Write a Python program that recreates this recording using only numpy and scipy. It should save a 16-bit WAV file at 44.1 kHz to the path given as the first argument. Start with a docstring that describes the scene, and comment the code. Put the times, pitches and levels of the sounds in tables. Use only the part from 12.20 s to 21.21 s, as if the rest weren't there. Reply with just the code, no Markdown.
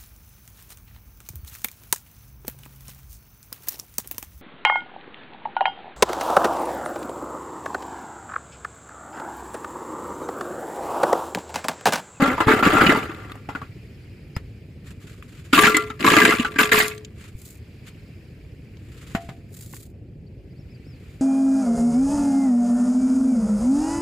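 """Water snails tumble down a tipped aluminium basin: shells clack, drum on its floor and ring its damped modes.
A little water leaves with them as spatter and bubbles; the last snails are shaken out.
Before that a brick grinds, judders and knocks out of the basin and drops on the grass; at the end the basin is set down.
Behind, grass brushes and a small bird whistles now and then, and two far pump engines thud throughout."""
import sys
import numpy as np
from scipy import signal
from scipy.fft import rfft, irfft, next_fast_len
from scipy.io import wavfile
from scipy.ndimage import uniform_filter1d, map_coordinates

SR = 44100
rng = np.random.default_rng(int(sys.argv[2]) if len(sys.argv) > 2 else 0)


def materialize(psi):
    """Save the field psi as 16-bit PCM at rate SR to the path in sys.argv[1].

    A 1-D psi becomes a single channel; in a 2-D psi each row is a channel.
    """
    bounded = np.clip(np.atleast_2d(psi).T, -1, 1)
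    quanta = np.round(bounded * 32767).astype(np.int16)
    wavfile.write(sys.argv[1], SR, quanta)


N = 397341

# Levels are relative: source gains and the output gain follow.
# far pump engines: firings_per_s, level_db
PUMP_ENGINES = [(14.08, -45), (14.78, -47.5)]
# dips of the field hiss: middle_s, sigma_s, removed_share_db
HISS_DIPS = [(7.83, 0.45, -4.5)]
# arched bird notes: start_s, length_s, top_hz, level_db
BIRD_NOTES = [(2.151, 0.0244, 5160, -44), (8.064, 0.021, 4680, -63.5), (8.3, 0.0357, 4950, -68),
              (8.355, .036, 4720, -67), (8.378, 0.051, 5480, -64), (8.494, 0.047, 5300, -62.5),
              (8.54, 0.029, 4870, -59.5), (8.64, 0.13, 5400, -61)]
# feet and hands brushing grass: middle_s, sigma_s, level_db
GRASS_STROKES = [(2.69, 0.025, -51.5), (2.88, 0.053, -54.5), (3.2, 0.14, -57), (5.04, 0.043, -51.5),
                 (5.68, 0.017, -49.5), (6.9, 0.14, -53), (8.9, 0.091, -64)]
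# stalks crackling close by: middle_s, sigma_s, level_db
STALK_CRACKLES = [(5.27, 0.059, -52.5), (7.4, 0.046, -50), (7.57, 0.055, -50)]
# ticks of wet shells, grit and stalks: start_s, level_db, pitch_hz
DRY_TICKS = [(0.947, -32.5, 2210), (1.119, -28, 1690), (1.155, -31.5, 1220), (2.165, -21, 1336),
             (3.025, -33, 1940), (3.5688, -11, 5080), (4.6812, -21, 6670), (4.779, -34, 3500),
             (4.848, -30.5, 3946), (6.57, -45.5, 2920), (7.536, -34, 1200), (7.566, -39.5, 2460)]
# bumps on the ground: start_s, push_db, pitch_hz, crunch_db, basin_ring_db
GROUND_BUMPS = [(0.27, -11, 129.3, -32, -38.5), (2.167, -16.5, 104, -38.5, -75),
                (5.15, -25.5, 56, -78, -80), (6.949, -14.5, 205, -25, -23), (7.089, -29, 168, -37.5, -36)]
# brick pulled over the basin floor: start_s, hold_s, level_db
BRICK_PULLS = [(-.02, 0.071, -18), (0.264, 0.084, -18.5), (0.423, 0.29, -18.5), (.94, 0.17, -45.5)]
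# brick edge sticking and slipping: middle_s, sigma_s, level_db, slips_per_s (nominal, at middle_s)
STICK_SLIPS = [(0.029, 0.03, -19, 276), (0.112, 0.028, -24, 258), (0.297, 0.017, -17, 440)]
# brick striking the basin: start_s, level_db, drum_db, pitch_hz
BRICK_HITS = [(0.179, -13.5, -24, 940), (0.203, -2, -13.5, 1000), (0.281, -2.5, -7.5, 1300),
              (0.314, -2, -24.5, 1587), (0.426, -2.5, -9, 1340), (0.462, -4.5, -4.5, 1530),
              (0.568, -3, -18, 1360), (0.61, -0.5, -14, 1410), (0.664, -3.5, -8, 2576),
              (0.693, -2.5, -5.5, 2050), (0.747, -9, -15, 956), (.893, -23.5, -22, 1496),
              (1.288, -18, -25.5, 900), (1.35, -17.5, -24.5, 1393), (1.415, -23, -32.5, 1100)]
# shells striking metal or each other: start_s, level_db, drum_db, pitch_hz
SHELL_STRIKES = [(3.331, -3.5, -4, 1361), (3.345, -8, -32, 2885), (3.376, -2, -20, 1150),
                 (3.434, -1.5, -10, 1630), (3.471, -4, -12, 1380), (3.544, -6.5, -12, 2024),
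                 (3.566, -7, -13.5, 1381), (3.701, -21, -26.5, 1253), (3.844, -3, -10, 1130),
                 (3.875, -2.5, -17, 1114), (3.935, -3, -11.5, 1232), (3.969, -5.5, -5.5, 1208),
                 (3.984, -6, -17, 2030), (4.016, -2.5, -19.5, 1640), (4.05, -3.5, -15, 1703),
                 (4.089, -7.5, -16, 2070), (4.122, -8, -22, 1347), (4.196, -14, -7.5, 2650),
                 (4.247, -10.5, -33, 1434), (4.359, -17.5, -17.5, 1670), (4.388, -2.5, -15, 1604),
                 (4.409, -7, -15, 1184), (4.516, -10.5, -22, 443), (4.518, -0.5, -29, 1896),
                 (4.543, -6, -26, 1134), (4.6, -3.5, -31, 1930), (4.643, -16, -30, 2087),
                 (4.71, -24.5, -43, 2270)]
# snails sent off by a tilt or shake: start_s, hold_s, release_t60_s, clatter_db, drum_db, water_db
SNAIL_SURGES = [(3.326, 0.15, 0.28, -17, -21, -29), (3.54, 0.014, 0.47, -30.5, -31, -47),
                (3.792, 0.027, 1.77, -30, -26.5, -54), (3.843, 0.24, 0.48, -17.5, -21, -33.5),
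                (4.384, 0.035, 0.21, -14, -26.5, -27), (4.514, 0.095, 0.2774, -21.5, -27.5, -25.5)]
# basin modes: mode_hz, undamped_t60_s, shell_db, brick_db
BASIN_MODES = [(426, 0.75, -1.5, -5.5), (682.4, 0.34, -10.5, -15), (763, .2, -20, -10.5),
               (1006, 0.046, -6, -7.5), (1173.7, 0.23, 0, -1.5), (1377, 0.27, -6, 0.5),
               (1650, 0.075, -3, -5), (2029, 0.24, -8, -7.5), (2630, 0.031, -7, -7.5)]

# engine exhaust spectrum: freq_hz, relative_db
EXHAUST_SPECTRUM = [(18, -37), (50, -3), (110, 3), (210, -8), (430, -15), (800, -35), (1900, -75)]
# field hiss spectrum: freq_hz, relative_db
AIR_SPECTRUM = [(1200, -7), (2400, 3), (3600, -10), (5000, -7.5), (7000, -22), (15000, -23)]
# brushed grass spectrum: freq_hz, relative_db
GRASS_SPECTRUM = [(600, -17), (1300, 4), (2400, 3.5), (15000, -17.5)]
# spatter, cracks and stalks spectrum: freq_hz, relative_db
SPRAY_SPECTRUM = [(1500, -26), (4000, -1.5), (15000, -3.5)]
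# grinding and crunching grit spectrum: freq_hz, relative_db
GRIT_SPECTRUM = [(250, -7.5), (550, -5.5), (2000, -4.5), (4000, -18.5), (9000, -34), (15000, -36)]
# drummed basin floor spectrum: freq_hz, relative_db
DRUM_SPECTRUM = [(50, -26), (140, -8.5), (290, 0), (520, -11.5), (1200, -45)]
# shell clatter spectrum: freq_hz, relative_db
SHELL_SPECTRUM = [(600, -17.5), (1100, -5.5), (2200, 4.5), (4000, -7.5), (9000, -23), (15000, -31)]
# likeness of left and right: freq_hz, correlation (1 = mono)
STEREO_LIKENESS = [(300, 0.98), (600, 0.78), (1300, 0.66), (2800, .42), (14000, 0.53)]
# microphone port, a notch and a peak: freq_hz, gain_db
PORT_RESPONSE = [(4800, -0.5), (5900, -4), (7100, 7), (8700, 2)]

TOP_HZ = 15600
BIRD_RISE_MAX_S = 0.04
BIRD_ARCH_HZ, BIRD_ARCH_LENGTH_S = 876, .05  # arch depth of a note of this length
PULL_ATTACK_S, PULL_SLOPE_DB_PER_S, PULL_RELEASE_T60_S = 0.014, 7, 0.56
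SURGE_ATTACK_S, SURGE_SLOPE_DB_PER_S = 0.0083, -2
JUDDER_GLIDE_OCTAVES_PER_S = 0.7
DRUM_HZ, DRUM_T60_S = 264.6, .06  # basin floor under one blow
BASE_HZ = 719  # bumps excite the basin modes near this pitch
SYMPATHY_HZ = 35  # half-width of the modes' response around a blow's pitch
HOLLOW_SCATTER = .06  # log-frequency spread of a knock's core
SHELL_COLUMN, BRICK_COLUMN, CRUNCH_COLUMN = 2, 3, 3


def amp(db):
    """Decibels to gain."""
    return 10 ** (np.asarray(db) / 20)


def unit(x):
    """Scale to rms 1."""
    return x / np.sqrt(np.mean(x ** 2) + 1e-20)


def along(points, hz):
    """Interpolate (freq_hz, value) points on a log-frequency axis."""
    f, v = np.transpose(points)
    return np.interp(np.log(hz + 1), np.log(f), v)


def wobble(knots_per_s):
    """Smooth random curve through Gaussian knots."""
    knots = rng.standard_normal(int(N * knots_per_s / SR) + 4)
    return map_coordinates(knots, [np.arange(N) * knots_per_s / SR])


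def fade(t, t60):
    """Exponential decay of 60 dB in t60."""
    return np.exp(-np.log(1000) * t / t60)


def add(track, start_s, sound):
    """Mix a sound into a track in place."""
    start = max(round(start_s * SR), 0)
    part = track[..., start:start + sound.shape[-1]]
    part += sound[..., :part.shape[-1]]


def noise():
    """Independent white noises for middle and side."""
    return rng.standard_normal((2, N))


def colour(x, spectrum):
    """Minimum-phase filter that keeps the power of white noise."""
    size = 4096
    gain = unit(amp(along(spectrum, np.fft.rfftfreq(size, 1 / SR))))
    cepstrum = irfft(np.log(np.maximum(gain, 1e-6)))
    fold = np.r_[1, np.full(size // 2 - 1, 2), np.zeros(size // 2)]
    impulse = irfft(np.exp(rfft(cepstrum * fold)))
    return signal.fftconvolve(x, impulse[None], axes=1)[:, :N]


def patchy(depth_db):
    """Noise whose colour changes from instant to instant, as each contact has its own."""
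    z = signal.stft(noise(), nperseg=256)[2]
    patches = rng.standard_normal(z.shape[1:])
    patches = uniform_filter1d(patches, size=3, axis=0)
    patches = uniform_filter1d(patches, size=5, axis=1)
    varied = z * amp(depth_db * unit(patches))
    return unit(signal.istft(varied, nperseg=256)[1][:, :N])


def swells(rows):
    """Sum of Gaussian strokes; rows of middle_s, sigma_s, level_db."""
    t = np.arange(N) / SR
    return sum(amp(db) * np.exp(-.5 * ((t - s) / sigma_s) ** 2) for s, sigma_s, db in rows)


def stroke(start_s, hold_s, attack_s, slope_db_per_s, release_t60_s):
    """Envelope of one push: linear attack, sloping hold, exponential release."""
    t = np.maximum(np.arange(N) / SR - start_s, 0)
    held = np.minimum(t / attack_s, 1) * amp(slope_db_per_s * np.minimum(t, hold_s))
    return held * fade(np.maximum(t - hold_s, 0), release_t60_s)


def contacts(per_s, spread_db, t60):
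    """Envelope of random uneven small contacts, levelled to a local rms near 1."""
    count, t = int(per_s * N / SR), np.arange(SR // 4) / SR
    at = ((np.arange(count) + 2 * rng.random(count)) * SR / per_s).astype(int)
    powers = amp(spread_db * rng.standard_normal(count)) ** 2
    impulses = np.bincount(at, powers, N)[:N]
    shape = fade(t, t60) * (1 - np.exp(-t / 0.00085))
    power = np.abs(signal.fftconvolve(impulses, shape ** 2)[:N])
    return np.sqrt(power / (np.abs(uniform_filter1d(power, size=4000)) + 1e-9))


def blows(rows, t60, level_column=1):
    """Envelope of listed blows, summed as power."""
    power, t = np.zeros(N), np.arange(SR // 4) / SR
    shape = fade(t, t60) * (1 - np.exp(-t / 0.00058))
    for row in rows:
        add(power, row[0], (amp(row[level_column]) * shape) ** 2)
    return np.sqrt(power)


def grains(per_s, hz, scatter, cycles, spread_db, rise):
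    """Random short pings, levelled to a local rms near 1 in the middle; their pitch rises as they die."""
    count, t = int(per_s * N / SR), np.arange(700) / SR
    pitch, size, side = rng.standard_normal((count, 3)).T[:, :, None]
    f = np.minimum(hz * np.exp(scatter * pitch), SR / 3)
    age = t * f / cycles
    tone = np.sin(2 * np.pi * f * t * (1 + rise * np.minimum(age, 1)))
    ping = amp(spread_db * size) * fade(age, 0.92) * tone
    at = (rng.integers(0, N, (count, 1)) + np.arange(len(t))).ravel()
    pair = np.array([np.bincount(at, p.ravel(), N)[:N] for p in (ping, ping * side)])
    return pair / np.sqrt(np.abs(uniform_filter1d(pair[0] ** 2, size=4000)) + 1e-9)


def cluster(t, hz, scatter, t60, count=24):
    """Dry knock: short modes scattered around one pitch, as middle and side."""
    pitch = np.minimum(hz * np.exp(scatter * rng.standard_normal((count, 1))), SR / 3)
    modes = np.sin(2 * np.pi * (pitch * t + rng.random((2, count, 1))))
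    return modes.sum(axis=1) / np.sqrt(count) * fade(t, t60)


def sympathy(t, hz):
    """Undamped ring of the basin modes, strongest near the pitch of a blow."""
    ring = np.zeros(len(t))
    for mode_hz, t60, *_ in BASIN_MODES:
        nearness = 1 / (1 + ((mode_hz - hz) / SYMPATHY_HZ) ** 2)
        ring += nearness * fade(t, t60) * np.sin(2 * np.pi * mode_hz * t)
    return ring


def basin(force, damping, level_column):
    """Basin modes build up and ring on under a rattling force; damping divides each t60."""
    t = np.arange(SR * 3 // 4) / SR
    ring = np.zeros(len(t))
    for row in BASIN_MODES:
        tone = np.sin(2 * np.pi * row[0] * t + rng.uniform(0, 2 * np.pi))
        ring += amp(row[level_column]) * unit(fade(t, row[1] / damping) * tone)
    return signal.fftconvolve(force * noise(), ring[None] / np.linalg.norm(ring), axes=1)[:, :N]


def clacks(hits, t60, scatter, knock_db, hollow_db, ring_db):
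    """A hard contact gives a broad knock with a hollow core, drums the floor and rings the nearest modes."""
    out, t = np.zeros((2, N)), np.arange(SR // 2) / SR
    onset, short = 1 - np.exp(-t / 0.0021), t[:SR // 10]
    for s, db, drum_db, hz in hits:
        drum_hz = DRUM_HZ * np.exp(0.16 * rng.standard_normal())
        drum = fade(t, DRUM_T60_S) * np.sin(2 * np.pi * drum_hz * t) * [[1], [0]]
        ring = amp(db + ring_db) * sympathy(t, hz) * [[1], [rng.uniform(-1, 1)]]
        add(out, s, (ring + amp(drum_db) * drum) * onset)
        knock = amp(knock_db) * cluster(short, hz, scatter, t60)
        core = amp(hollow_db) * cluster(short, hz, HOLLOW_SCATTER, 2 * t60, count=6)
        add(out, s, amp(db) * (knock + core) * onset[:len(short)])
    return out


def field():
    """Two slow single-cylinder pumps puff noise, drifting in and out of step under a wavering hiss."""
    t, puffs = np.arange(N) / SR, np.zeros((2, N))
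    for firings_per_s, db in PUMP_ENGINES:
        since_s = (t * firings_per_s + 0.0091 * wobble(4.0)) % 1 / firings_per_s
        carry = amp(db + wobble(3))
        puffs += carry * unit(fade(since_s, 0.15) + 0.59) * noise()
    hiss_level = amp(-62.5 + 2 * wobble(1.6)) * (1 - np.minimum(swells(HISS_DIPS), 1))
    return colour(puffs, EXHAUST_SPECTRUM) + hiss_level * colour(patchy(depth_db=2), AIR_SPECTRUM)


def bird():
    """Thin whistles leap up and sink back; the longer the note, the deeper its arch."""
    song = np.zeros(N)
    for s, length_s, top_hz, db in BIRD_NOTES:
        t = np.arange(int(length_s * SR)) / SR
        crest_s = min(BIRD_RISE_MAX_S, length_s / 2)
        away = np.where(t < crest_s, (crest_s - t) / crest_s, (t - crest_s) / (length_s - crest_s))
        hz = top_hz - BIRD_ARCH_HZ * np.sqrt(length_s / BIRD_ARCH_LENGTH_S) * away ** 1.6
        envelope = np.sqrt(np.abs(np.sin(np.pi * t / length_s)))
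        add(song, s, amp(db) * envelope * np.sin(2 * np.pi * np.cumsum(hz) / SR))
    return np.array([song, song / 2])


def grass():
    """Blades brush softly as sparse contacts; stalks crackle as fine dense ones."""
    stalks = swells(STALK_CRACKLES) * contacts(per_s=450, spread_db=6.5, t60=0.035)
    blades = swells(GRASS_STROKES) * contacts(per_s=62, spread_db=2, t60=0.18)
    brush = blades + amp(-11.5) * stalks
    return colour(brush * patchy(depth_db=0.5), GRASS_SPECTRUM) + colour(stalks * noise(), SPRAY_SPECTRUM)


def ticks():
    """Each tick is a tiny noise crack and a brief dry knock."""
    knocks, t = np.zeros((2, N)), np.arange(SR // 20) / SR
    for s, db, hz in DRY_TICKS:
        add(knocks, s, amp(db - 2.5) * cluster(t, hz, scatter=.45, t60=0.025))
    cracks = colour(blows(DRY_TICKS, t60=0.032) * noise(), SPRAY_SPECTRUM)
    return knocks + amp(-22.5) * cracks


def thuds():
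    """A bump gives a low push, a crunch of grit and the ring of the basin modes near its base pitch."""
    push, ring, t = np.zeros(N), np.zeros(N), np.arange(SR // 2) / SR
    shape = fade(t, 0.025) * (1 - np.exp(-t / 0.00083))
    for s, db, hz, _, ring_db in GROUND_BUMPS:
        add(push, s, amp(db + 7.0) * shape * np.sin(2 * np.pi * hz * t))
        add(ring, s, amp(ring_db) * sympathy(t, BASE_HZ))
    crunch = colour(blows(GROUND_BUMPS, t60=0.1, level_column=CRUNCH_COLUMN) * noise(), GRIT_SPECTRUM)
    return crunch + np.array([push + ring, np.zeros(N)])


def judder():
    """The brick's edge sticks and slips at an unsteady, rising rate: short harmonic groans."""
    t, groans = np.arange(N) / SR, np.zeros(N)
    for s, sigma_s, db, slips_per_s in STICK_SLIPS:
        glide = 2 ** (JUDDER_GLIDE_OCTAVES_PER_S * np.minimum(t - s, 1))
        rate = slips_per_s * glide * (1 + 0.038 * wobble(120))
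        phase = 2 * np.pi * np.cumsum(rate) / SR
        sawtooth = unit(sum(np.sin(k * phase) / k for k in range(1, 7)))
        groans += swells([(s, sigma_s, db)]) * sawtooth
    return np.array([groans, np.zeros(N)])


def brick():
    """The brick grinds and knocks in the basin; its weight damps the wall and makes the floor boom."""
    drag = np.zeros(N)
    for s, hold_s, db in BRICK_PULLS:
        drag += amp(db) * stroke(s, hold_s, PULL_ATTACK_S, PULL_SLOPE_DB_PER_S, PULL_RELEASE_T60_S)
    grinding = amp(-6) * drag * contacts(per_s=220, spread_db=4.5, t60=0.1)
    force = np.hypot(grinding, amp(-17.5) * blows(BRICK_HITS, t60=0.17))
    floor = amp(-6.5) * drag * contacts(per_s=50, spread_db=2.5, t60=0.0523)
    grit = amp(-2.5) * colour(force * patchy(depth_db=3.5), GRIT_SPECTRUM)
    knocks = clacks(BRICK_HITS, t60=.04, scatter=.3, knock_db=-6.5, hollow_db=-8.5, ring_db=-20)
    t, floor_hz = np.arange(SR) / SR, 105
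    mode = fade(t, 3.7) * np.sin(2 * np.pi * floor_hz * t)
    boom = amp(-15) * signal.fftconvolve(floor * noise(), mode[None] / np.linalg.norm(mode), axes=1)[:, :N]
    drum = colour(floor * noise(), DRUM_SPECTRUM)
    ring = basin(force, damping=5.2, level_column=BRICK_COLUMN)
    return grit + knocks + boom + judder() + drum + ring


def water(flow):
    """Water leaving with the snails spatters on dry mud and traps small bubbles that rise in pitch."""
    splashes = flow * contacts(per_s=230, spread_db=4.5, t60=0.18)
    spatter = colour(splashes * patchy(depth_db=5.5), SPRAY_SPECTRUM)
    bubbles = flow * grains(per_s=430, hz=3000, scatter=.4, cycles=15, spread_db=1, rise=0.083)
    return amp(-5.0) * spatter + bubbles


def surges():
    """Each tilt or shake drives clatter, drumming and water flow with one envelope."""
    clatter, drumming, flow = np.zeros((3, N))
    for s, hold_s, release_t60_s, db, drum_db, water_db in SNAIL_SURGES:
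        heap = stroke(s, hold_s, SURGE_ATTACK_S, SURGE_SLOPE_DB_PER_S, release_t60_s)
        clatter += amp(db) * heap
        drumming += amp(drum_db) * heap
        flow += amp(water_db) * heap
    return clatter, drumming, flow


def snails(clatter, drumming):
    """Hollow shells clack densely, drum the basin floor and ring its wall, which their weight damps."""
    jostle = amp(-4.5) * clatter * contacts(per_s=110, spread_db=4, t60=0.05)
    force = np.hypot(jostle, amp(-17.0) * blows(SHELL_STRIKES, t60=0.087))
    floor = amp(-4) * drumming * contacts(per_s=70, spread_db=1, t60=0.0245)
    rattle = colour(force * patchy(depth_db=3.5), SHELL_SPECTRUM)
    strikes = clacks(SHELL_STRIKES, t60=.05, scatter=.36, knock_db=-8.5, hollow_db=-6.5, ring_db=-12)
    drum = colour(floor * noise(), DRUM_SPECTRUM)
    return rattle + strikes + drum + basin(force, damping=1.4, level_column=SHELL_COLUMN)


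def scene():
    """Mix middle and side to stereo: near sources lean left, bass nearly mono, treble wide."""
    size = next_fast_len(N + SR // 4)
    hz = np.fft.rfftfreq(size, 1 / SR)
    clatter, drumming, flow = surges()
    near = ticks() + thuds() + brick() + water(flow) + snails(clatter, drumming)
    middle, side = field() + bird() + grass() + near
    alike = np.clip(along(STEREO_LIKENESS, hz), 0, 1)
    width = np.sqrt((1 - alike) / (1 + alike))
    lean = .07
    side = irfft(rfft(side, size) * width, size)[:N] + lean * near[0]
    return amp(2.0) * np.array([middle + side, middle - side])


def record(dry):
    """The microphone port colours the treble, peaks are rounded off and the band ends near TOP_HZ."""
    size = next_fast_len(N + SR // 4)
    hz = np.fft.rfftfreq(size, 1 / SR)
    heard = irfft(rfft(dry, size) * amp(along(PORT_RESPONSE, hz)), size)
    rounded = heard / (1 + np.abs(heard) ** 6) ** (1 / 6)
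    low_pass = np.clip((TOP_HZ - hz) / 400 + .5, 0, 1) ** 2
    return irfft(rfft(rounded) * low_pass, size)[:, :N]


dry = scene()
out = record(dry)
materialize(out)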